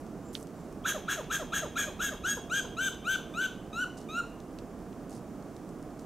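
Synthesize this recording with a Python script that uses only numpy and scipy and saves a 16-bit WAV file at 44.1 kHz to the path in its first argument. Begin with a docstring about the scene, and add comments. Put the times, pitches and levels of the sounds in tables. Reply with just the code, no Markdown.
"""Squirrel alarm barks among trees

A squirrel gives thirteen barks: a rising whistle-like voice that breaks into a rasp when pushed high.
Whistle and rasp are sums of sine waves, with throat-shaped noise in the rasp; the voice clears as it goes on.
Low falling grunts follow all but one bark, and a fading noise tail makes the echo from the trees.
Behind are shaped noise for rumble, leaf hiss, ticks and rustles, and a faint bird made of gliding sines."""
import sys
import numpy as np
from scipy import signal
from scipy.fft import rfft, irfft
from scipy.io import wavfile
from scipy.ndimage import uniform_filter1d

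SR = 44100
rng = np.random.default_rng(int(sys.argv[2]) if len(sys.argv) > 2 else 0)


def store_wav(level_fs):
    """Save 16-bit WAV to argv[1]."""
    pcm = np.round(np.clip(np.atleast_2d(level_fs), -1, 1) * 32767)
    wavfile.write(sys.argv[1], SR, pcm.T.astype(np.int16))


N = 267025  # length of the scene in samples

# Background noise colour: f/Hz, relative level/dB
AIR_COLOUR = [(15, -20), (25, -4.5), (96, -8.5), (179, -0.5), (290, -1), (360, -4), (484, -7.5),
              (525, -11.5), (687, -9), (875, -17.5), (1180, -18), (2020, -31), (4060, -39.5), (6430, -36),
              (15600, -44.5)]
# How alike the background is left and right: f/Hz, likeness (0-1)
AIR_LIKENESS_BY_PITCH = [(60, 0.98), (180, 0.99), (550, 0.99), (1650, 0.89), (4970, 0.76), (15000, 0.16)]
# Background balance: f/Hz, left minus right/dB
AIR_LEFT_RIGHT = [(60, -1.5), (150, -4.5), (380, -4.5), (950, -1.5), (2380, -3.0), (5980, 0), (15000, -0.5)]
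# Deep rumble that comes and goes: t/s, level/dB
RUMBLE_LEVEL = [(0.0, -82), (1.9, -50), (2.55, -57), (4.2, -70), (4.6, -57), (6.05, -79)]
# Faint bird notes: t/s, length/s, first f/Hz, top f/Hz, level before its arch and flicker/dB
BIRD_NOTES = [(0.174, .18, 6600, 7330, -65), (0.502, 0.16, 6750, 7360, -73)]
# Leaf rustles: t/s, length/s, level before grain, edges and balance/dB, centre f/Hz
LEAF_RUSTLES = [(0, 0.032, -68, 8000), (0.329, 0.12, -57, 8000), (0.554, 0.24, -73, 6500),
                (3.97, 0.028, -54, 6000), (3.981, 0.086, -63, 6000), (5.093, 0.13, -61.5, 6800),
                (5.988, 0.067, -67, 7100)]
# Ticks: t/s, relative level/dB, centre f/Hz, left minus right/dB
TICK_EVENTS = [(0.0653, -45, 5100, -0.5), (0.352, -18, 3230, -7), (0.4284, -35.5, 7300, -5),
               (0.4354, -40, 7850, -2.5), (0.471, -38, 6070, -3.0), (0.7263, -44.5, 7150, -2.5),
               (1.2424, -37, 3400, -4), (4.4026, -40, 5100, 2), (4.5875, -32, 3860, -6),
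               (4.79, -44, 6410, -1.0), (4.9288, -41, 3260, -1), (5.1074, -39, 6400, -5.0),
               (5.128, -41, 6320, 8), (5.4256, -45, 5500, -6), (5.5653, -38, 5000, -7),
               (5.691, -39.5, 6660, -4), (5.827, -39.5, 6130, -0.5), (5.9945, -38, 5840, -1)]
# Echo from the trees: f/Hz, time to fade by 60 dB/s, relative level/dB, stereo width (0-1)
TREE_ECHO = [(500, 0.17, -6, 0.2), (1514, 0.24, -11.5, 0.1), (2040, 0.65, -3.5, 0.03),
             (3020, 0.6, -7.5, 0.15), (4430, 0.45, 1, 0), (6500, 0.32, -4, 0.49), (14000, 0.32, -3.5, 0.34)]
# Scatter off the near leaves, opposite in the two channels: f/Hz, level/dB
NEAR_LEAF_SCATTER = [(800, -25), (2200, -30), (3500, -24), (5000, -12), (8000, -10), (15000, -9)]
# Grunts: t/s, level before fade and flicker/dB, start f/Hz
GRUNT_EVENTS = [(0.941, -35, 693), (1.168, -33.5, 720), (1.392, -34.5, 709), (1.619, -33, 702),
                (1.866, -37, 661), (2.11, -42.5, 674), (2.365, -37.5, 567), (2.641, -40.5, 557.5),
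                (2.912, -51, 548), (3.185, -46, 548), (3.865, -57, 538), (4.228, -57, 542)]
# Grunt partials: multiple of the pitch, level before the lift of weaker grunts/dB
GRUNT_PARTIALS = [(1, 4), (2, -1), (3, -3.5)]
# Throat and mouth resonances in three ranges: f/Hz, width/Hz, relative level/dB
LOW_RESONANCES = [(2404, 500, -8), (2830, 330, -4.5), (3073, 66, -3.5), (3429, 550, 0.5), (3873, 450, -15)]
MID_RESONANCES = [(5380, 1120, -11.5), (6000, 550, -25), (6540, 910, 5), (8000, 2060, -8)]
HIGH_RESONANCES = [(10370, 900, 1), (11820, 1150, 5.5), (13700, 1600, -4.5), (15050, 1700, -6)]
# Overtones in the same three ranges: base level at effort 0/dB, gain per dB of effort/dB
EFFORT_TO_OVERTONES = [(-38.5, .5), (-38.5, 0.94), (-46, 1.33)]
# Barks: start t/s; knee, top, push and end t/s after the start; f/Hz at start, knee, top and end
# before sag and waver; base fundamental level/dB, effort at the push/dB, lift at 2-4 kHz/dB,
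# lift at 5-9 kHz/dB, cycles per slow beat, beat level/dB, base chaos (0-1)
BARK_EVENTS = [ (0.838, 0.019, 0.036, 0.054, 0.09, 992, 1428, 1669, 1593, -27, 1.5, -0.65, -0.5, 3, 0.5, 0.99),
               (1.075, 0.011, 0.02, 0.046, 0.086, 1115, 1404, 1646, 1646, -28, -0.5, -0.61, 0, 3, 1.5, 0.97),
               (1.297, .014, .028, 0.046, 0.084, 1178, 1373, 1672, 1555, -27.5, -0.5, -1, 1, 3, 0.5, 0.91),
               (1.519, .012, 0.026, 0.05, 0.092, 1173, 1355, 1673, 1600, -28, -1.5, 0.28, 2, 3, 0, 0.84),
               (1.753, .015, 0.031, 0.047, 0.1, 1147, 1393, 1682, 1576, -28.5, -1.5, 0, 2.5, 2, 1.5, 0.5),
               (1.990, 0.016, 0.047, .055, 0.11, 1171, 1410, 1684, 1572, -29.5, -0.5, -1, 1, 3, -2.5, 0.21),
               (2.235, 0.023, .058, 0.074, 0.11, 1217, 1486, 1662, 1636, -30, -2, -0.53, 3, 3, -6, 0.19),
               (2.496, 0.043, .085, 0.085, 0.11, 1192, 1567, 1635, 1585, -29, -4.5, 0.69, 4.5, 4, -10, 0.47),
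               (2.766, .042, 0.097, .100, .124, 1224, 1545, 1579, 1512, -30, -4.5, 1, 2.5, 4, -12, 0.08),
               (3.042, 0.054, 0.098, 0.084, 0.12, 1155, 1545, 1563, 1535, -28, -5, 0.52, 0.5, 4, -12.5, 0.51),
               (3.337, 0.076, 0.086, 0.11, 0.13, 1172, 1554, 1555, 1519, -29.5, -9, -0.18, 0, 4, -11, 0.63),
               (3.727, 0.029, .093, 0.1, 0.12, 1246, 1317, 1512, 1445, -30.5, -13.5, -1.25, 0, 4, -12, 0.095),
               (4.085, 0.054, .100, 0.15, .123, 1207, 1313, 1430, 1425, -29.5, -14, -0.62, 0, 4, -12, .08),
               ]
# Balance of the fundamental: t/s, left minus right/dB
FUNDAMENTAL_LEAN = [(0.85, -2.5), (1.1, 1), (2.1, 1), (3.1, 3), (4.2, -1)]

LEFT_RIGHT = np.array([[1], [-1]])  # opposite signs in the two channels
CUTOFF_HZ = 15750
AIR_DB = -42.5
TICK_OCTAVES = 0.62
FAINT_TICKS, FAINT_TICK_DB = 4, -49  # extra ticks at random times, around this relative level
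NEAR_S = .004  # decay time of the near scatter

# Grunts: higher ones last longer, and weaker ones have stronger high multiples
GRUNT_FALL = 0.49  # share of the pitch lost by the end
GRUNT_LOW_HZ, GRUNT_S, GRUNT_S_PER_KHZ = 553.5, 0.0297, 0.149
GRUNT_FULL_DB, WEAK_LIFT = -35.5, 0.3  # lift in dB per multiple for each dB below full

THROAT_DIP_HZ = 1750  # the throat passes little just above the fundamental
# The series starts hoarse and clears around this time, this gradually
CLEARS_S, CLEARS_OVER_S = 2.1, .28
# Barks that reach this high break around the knee, this quickly
BREAKS_ABOVE_HZ, BREAK_S = 1530, .008
# Chaos grows along a hoarse bark, and with each 1000 Hz/s of glide
CHAOS_GROWTH, GLIDE_CHAOS = .25, .035
# The fundamental swells up to a full pitch, which is lower for a hoarse voice
FULL_HZ, HOARSE_EARLIER_HZ, SWELL_DB_PER_KHZ = 1430, 40, 92
# A hoarse voice loses fundamental from knee to top, and fades after the push
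BROKEN_LOSS_DB, BROKEN_FADE_DB_PER_S = 4.5, 80
# Effort builds to the push, then slackens; a lower start is a softer start
ONSET_EFFORT_DB, PUSH_BEND, SLACK_DB_PER_S = -24, 2.03, 150
ONSET_HZ, ONSET_DB_PER_KHZ = 1180, 45
FOURTH_RING = 0.13  # power of the resonance heard as the fourth multiple crosses it
CLOSING_DB, CLOSING_S = 5.5, 0.021  # a clear bark flares at 2-4 kHz as it is cut off
END_SAG, END_SAG_S = 0.065, 0.013  # the pitch drops as the folds close, most in a clear voice
OPENING_S, RELEASE_S, HOARSE_RELEASE_S = .004, .007, .014  # edges of the overtones
# Near the push a hoarse fundamental splits: pitch ratio, full level, time spread
UNDERTONE, UNDERTONE_DB, UNDERTONE_S = 0.79, -5, 0.0094


def amp(db):
    """Turn decibels into gain."""
    return 10 ** (np.asarray(db) / 20)


def rms_one(x):
    """Scale a sound to an average (rms) strength of 1."""
    return x / np.sqrt(np.mean(x ** 2) + 1e-20)


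def at_hz(points, hz, column=1):
    """Read a table between its rows, along a log-frequency axis."""
    points = np.array(points)
    return np.interp(np.log(hz), np.log(points[:, 0]), points[:, column])


def add(out, at, x):
    """Mix x into out from sample at."""
    out[..., at:at + x.shape[-1]] += x[..., :N - at]


def edges(n, rise_s, fall_s):
    """Give a gain curve with a soft start and end."""
    t = np.arange(n) / SR
    return np.clip(t / rise_s, 0, 1) * np.clip(t[::-1] / fall_s, 0, 1)


def wobble(n, hz, count=1):
    """Make slow random motion from low-passed noise, rms 1, in count unrelated rows."""
    sos = signal.butter(2, hz, fs=SR, output="sos")
    rows = signal.sosfilt(sos, rng.standard_normal((count, n + 800)))[:, 800:]  # skip the filter's start
    return np.squeeze(rows / np.sqrt(np.mean(rows ** 2, axis=1, keepdims=True)))


def wide_noise(n, hz, octaves, width):
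    """Make a stereo noise burst around hz, rms 1."""
    band = [hz / 2 ** (1.16 * octaves), min(hz * 2 ** octaves, .45 * SR)]
    sos = signal.butter(2, band, "band", fs=SR, output="sos")
    mid, side = signal.sosfilt(sos, rng.standard_normal((2, n)))
    return rms_one(mid + width * side * LEFT_RIGHT)


def air():
    """Far rumble and leaf hiss: noise shaped by frequency in colour, stereo likeness and balance."""
    hz = np.maximum(np.arange(N // 2 + 1) * SR / N, 1)
    mid, side = rfft(rng.standard_normal((2, N)))
    alike = np.clip(at_hz(AIR_LIKENESS_BY_PITCH, hz), 0, 1)
    lean_db = at_hz(AIR_LEFT_RIGHT, hz) / 2
    both = np.sqrt(1 + alike) * mid + np.sqrt(1 - alike) * side * LEFT_RIGHT
    noise = irfft(both * amp(at_hz(AIR_COLOUR, hz) + lean_db * LEFT_RIGHT), N)
    flicker = np.repeat(wobble(N // 50 + 1, 120), 50)[:N]  # each value is held for 50 samples
    return amp(AIR_DB + 0.21 * flicker) * rms_one(noise)


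def rumble():
    """Deep rumble: low band-passed noise, alike in both channels."""
    s, level_db = np.transpose(RUMBLE_LEVEL)
    at, end = round(s[0] * SR), round(s[-1] * SR)
    db = np.interp(np.arange(at, end) / SR, s, level_db)
    sos = signal.butter(2, [28, 85], "band", fs=SR, output="sos")
    noise = signal.sosfilt(sos, rng.standard_normal(len(db) + 9000))[9000:]
    out = np.zeros(N)
    add(out, at, amp(db) * rms_one(noise))
    return out


def bird():
    """A thin, quavering whistle: a sine whose pitch and level arch together."""
    out = np.zeros(N)
    for s, length, first_hz, top_hz, db in BIRD_NOTES:
        n = round(length * SR)
        arch = np.sin(np.pi * np.linspace(0, 1, n) ** 1.3)
        hz = first_hz + (top_hz - first_hz) * np.sqrt(arch)
        phase = 2 * np.pi * np.cumsum(hz) / SR + 1.1 * wobble(n, 200)
        level = np.sqrt(2) * amp(db + 4.1 * wobble(n, 80)) * arch ** 1.7
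        add(out, round(s * SR), level * np.sin(phase))
    return out


def rustles():
    """Moving leaves: bright noise whose level flickers in fine grains."""
    out = np.zeros((2, N))
    for s, length, db, hz in LEAF_RUSTLES:
        n = round(length * SR)
        grain = amp(db + 3.0 * wobble(n, 200)) * edges(n, 0.0014, .5 * length)
        hiss = wide_noise(n, hz, octaves=0.59, width=0.3)
        add(out, round(s * SR), grain * hiss * amp([[-2], [2]]))
    return out


def ticks():
    """Dry snaps: noise that drops away very fast, with a weaker short tail."""
    out, t = np.zeros((2, N)), np.arange(round(.03 * SR)) / SR
    lowest = [0, FAINT_TICK_DB - 3, 3200, -6]
    highest = [N / SR, FAINT_TICK_DB + 3, 7300, 2]
    faint = rng.uniform(lowest, highest, (FAINT_TICKS, 4))
    fade = np.exp(-t / 0.00081) + 0.1 * np.exp(-t / 0.016)
    for s, db, hz, pan_db in [*TICK_EVENTS, *faint]:
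        snap = wide_noise(len(t), hz, TICK_OCTAVES, width=0.16) * fade
        add(out, int(s * SR), amp(db - 8.5) * snap * amp(pan_db / 2 * LEFT_RIGHT))
    return out


def wood(x):
    """Trunks and leaves scatter sound: a noise tail dies band by band, a little different left and right."""
    t, tail = np.arange(round(.9 * SR)) / SR, 0
    for hz in 400 * 2 ** np.arange(0, 5.4, .5):
        sos = signal.butter(2, [hz / 1.19, hz * 1.19], "band", fs=SR, output="sos")
        mid, side = signal.sosfilt(sos, rng.standard_normal((2, len(t))))
        t60 = at_hz(TREE_ECHO, hz)
        even = np.sqrt(2 * np.log(1000) / (t60 * SR))  # offsets the extra energy of a longer fade
        fade = amp(at_hz(TREE_ECHO, hz, column=2) - 60 * t / t60) * even
        tail = tail + fade * (mid + at_hz(TREE_ECHO, hz, column=3) * side * LEFT_RIGHT)
    return signal.fftconvolve(x[None], tail * np.clip(t / 0.0013, 0, 1))[:, :N]


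def near_leaves(x):
    """Near leaves widen the voice: brief noise scatter, opposite in the two channels."""
    t = np.arange(round(.02 * SR)) / SR
    scatter = rng.standard_normal(len(t)) * np.exp(-t / NEAR_S)
    scatter = scatter / np.linalg.norm(scatter)
    hz = np.maximum(np.arange(N // 2 + 1) * SR / N, 1)
    side = irfft(rfft(x) * rfft(scatter, N) * amp(at_hz(NEAR_LEAF_SCATTER, hz)), N)
    return side * LEFT_RIGHT


def below_dip(x):
    """Let through what lies below the throat's dip, with a steep low-pass."""
    return signal.sosfilt(signal.butter(8, THROAT_DIP_HZ, fs=SR, output="sos"), x)


def grunts():
    """Short low notes: a few sine multiples whose pitch sags as they fade."""
    out = np.zeros(N)
    for s, db, start_hz in GRUNT_EVENTS:
        length = GRUNT_S + GRUNT_S_PER_KHZ * (start_hz - GRUNT_LOW_HZ) / 1000
        lift_db = WEAK_LIFT * (GRUNT_FULL_DB - db)  # positive below full level
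        u = np.linspace(0, 1, round(length * SR))  # progress through the grunt
        n = len(u)
        hz = start_hz * (1 - GRUNT_FALL * u ** 1.376) * (1 + 0.012 * wobble(n, 120))
        phase = 2 * np.pi * np.cumsum(hz) / SR
        note = sum(amp(level_db + lift_db * k) * np.sin(k * phase) for k, level_db in GRUNT_PARTIALS)
        level = amp(db - 12.3 * u ** 0.73 + 2.2 * wobble(n, 72))
        add(out, round(s * SR), level * note * edges(n, 0.011, 0.0038))
    return below_dip(out)


def throat_gain(modes, hz):
    """Give the gain of a set of steep resonances at the given frequencies."""
    return np.sqrt(sum(amp(db) ** 2 / (1 + (2 * (hz - f) / w) ** 2) ** 3 for f, w, db in modes))


def breath_noise(modes, n):
    """Breath turbulence: noise in uneven grains, shaped by the throat, rms 1."""
    source = rng.standard_normal(n + 400) * amp(3.2 * wobble(n + 400, 260))
    hz = np.arange(len(source) // 2 + 1) * SR / len(source)
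    return rms_one(irfft(rfft(source) * throat_gain(modes, hz), len(source))[400:])


def overtones(modes, low, high, hz, phase, beat, cycles, chaos):
    """Throat-shaped partials: a slow beat adds more in between, chaos smears each and adds hiss."""
    n = len(hz)
    orders = np.arange(round(low * cycles), round(high * cycles))[:, None] / cycles
    between = np.where(orders % 1 == 0, 1, beat)
    gains = (throat_gain(modes, orders * hz) + 0.0076) * between * (orders * hz < CUTOFF_HZ)
    even = np.sqrt(2 / np.sum(gains ** 2, axis=0))  # steadies the total power before the waver
    waver = amp((2.5 + 0.68 * chaos) * wobble(n, 123, count=len(orders)))
    start_phase = rng.uniform(0, 2 * np.pi, orders.shape)
    smear = start_phase + 1.25 * chaos * wobble(n, 110, count=len(orders))
    lines = even * np.sum(gains * waver * np.sin(orders * phase + smear), axis=0)
    hiss = np.clip(.22 * chaos ** 2 + .012, 0, 1)  # share of the power
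    return np.sqrt(1 - hiss) * lines + np.sqrt(hiss) * breath_noise(modes, n)


def fundamental(phase, t, push, hoarse, broken):
    """The whistle-like tone: an unsteady sine, joined near the push by a lower one when hoarse."""
    n = len(t)
    unsteady = hoarse * broken + 0.093
    shaken_phase = phase + .5 * unsteady * wobble(n, 200)
    flicker = amp(5 * unsteady * np.tanh(.8 * wobble(n, 130) - .4))
    split = hoarse * amp(UNDERTONE_DB) * np.exp(-((t - push) / UNDERTONE_S) ** 2)
    return np.sin(shaken_phase) * flicker + split * np.sin(UNDERTONE * phase + wobble(n, 60))


def barks():
    """The voice climbs; high barks break to a rasp until their end, and the series grows clearer."""
    tones, rasps = np.zeros(N), np.zeros(N)
    for (s, knee, top, push, length, *pitch_hz, tone_db, effort_db,
         low_lift_db, lift_db, cycles, beat_db, chaos) in BARK_EVENTS:
        at, n, cycles = round(s * SR), round(length * SR), round(cycles)
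        t = np.arange(n) / SR
        late = np.maximum(t - push, 0)
        hoarse = 1 / (1 + np.exp((s - CLEARS_S) / CLEARS_OVER_S))
        hz = np.interp(t, [0, knee, top, length], pitch_hz)
        broken = np.clip((t - knee) / BREAK_S + .5, 0, 1) * (hz.max() > BREAKS_ABOVE_HZ)

        # Level of the fundamental follows the highest pitch reached so far
        reached = np.maximum.accumulate(hz)
        full_hz = FULL_HZ - HOARSE_EARLIER_HZ * hoarse
        tone_db = tone_db - SWELL_DB_PER_KHZ * np.maximum(full_hz - reached, 0) / 1000
        loss_db = BROKEN_LOSS_DB * np.clip((t - knee) / (top - knee), 0, 1)
        tone_db = tone_db - hoarse * (loss_db + BROKEN_FADE_DB_PER_S * late)

        # Levels of the overtones follow the effort
        onset_db = ONSET_EFFORT_DB + ONSET_DB_PER_KHZ * (hz[0] - ONSET_HZ) / 1000
        build = np.clip(1 - t / push, 0, 1) ** PUSH_BEND
        effort = effort_db - (effort_db - onset_db) * build - SLACK_DB_PER_S * late
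        low_db, mid_db, high_db = (db + share * effort for db, share in EFFORT_TO_OVERTONES)
        closing_db = CLOSING_DB * (1 - hoarse) * np.exp((t - length) / CLOSING_S)
        low_db = low_db + low_lift_db + closing_db
        ringing = throat_gain(MID_RESONANCES, 4 * hz) ** FOURTH_RING

        glide = uniform_filter1d(np.abs(np.gradient(hz)) * SR / 1000, size=200)
        chaos = chaos + CHAOS_GROWTH * hoarse * t / length + GLIDE_CHAOS * glide
        chaos = np.clip(broken * chaos, 0, 1)
        beat = broken * amp(beat_db)

        hz = hz * (1 - END_SAG * (1 - hoarse) * (1 - edges(n, 1e-4, END_SAG_S)))
        shaken_hz = hz * (1 + (0.005 + 0.008 * chaos) * wobble(n, 180))
        phase = 2 * np.pi * np.cumsum(shaken_hz) / SR

        tone = fundamental(phase, t, push, hoarse, broken)
        add(tones, at, np.sqrt(2) * amp(tone_db) * tone * edges(n, 0.0013, 0.0024))
        voice = (hz, phase, beat, cycles, chaos)
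        rasp = amp(low_db) * overtones(LOW_RESONANCES, 1.3, 3.3, *voice)
        rasp += amp(mid_db + lift_db) * ringing * overtones(MID_RESONANCES, 2.8, 7.3, *voice)
        rasp += amp(high_db) * overtones(HIGH_RESONANCES, 5.8, 13, *voice)
        add(rasps, at, rasp * edges(n, OPENING_S, RELEASE_S + HOARSE_RELEASE_S * hoarse))
    return below_dip(tones), rasps


def scene():
    """Place the squirrel almost in the middle, with its echo and the background around it."""
    background = air() + rumble() + bird() + rustles() + ticks()
    tone, rasp = barks()
    rest = rasp + grunts()
    lean_db = np.interp(np.arange(N) / SR, *np.transpose(FUNDAMENTAL_LEAN)) / 2
    direct = tone * amp(lean_db * LEFT_RIGHT) + rest * amp(.1 * LEFT_RIGHT)
    return background + wood(tone + rest) + near_leaves(tone + rest) + direct


def record(dry):
    """Cut the top with a steep low-pass."""
    return signal.sosfilt(signal.ellip(12, .5, 70, CUTOFF_HZ, fs=SR, output="sos"), dry)


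dry = scene()
out = record(dry)
store_wav(out)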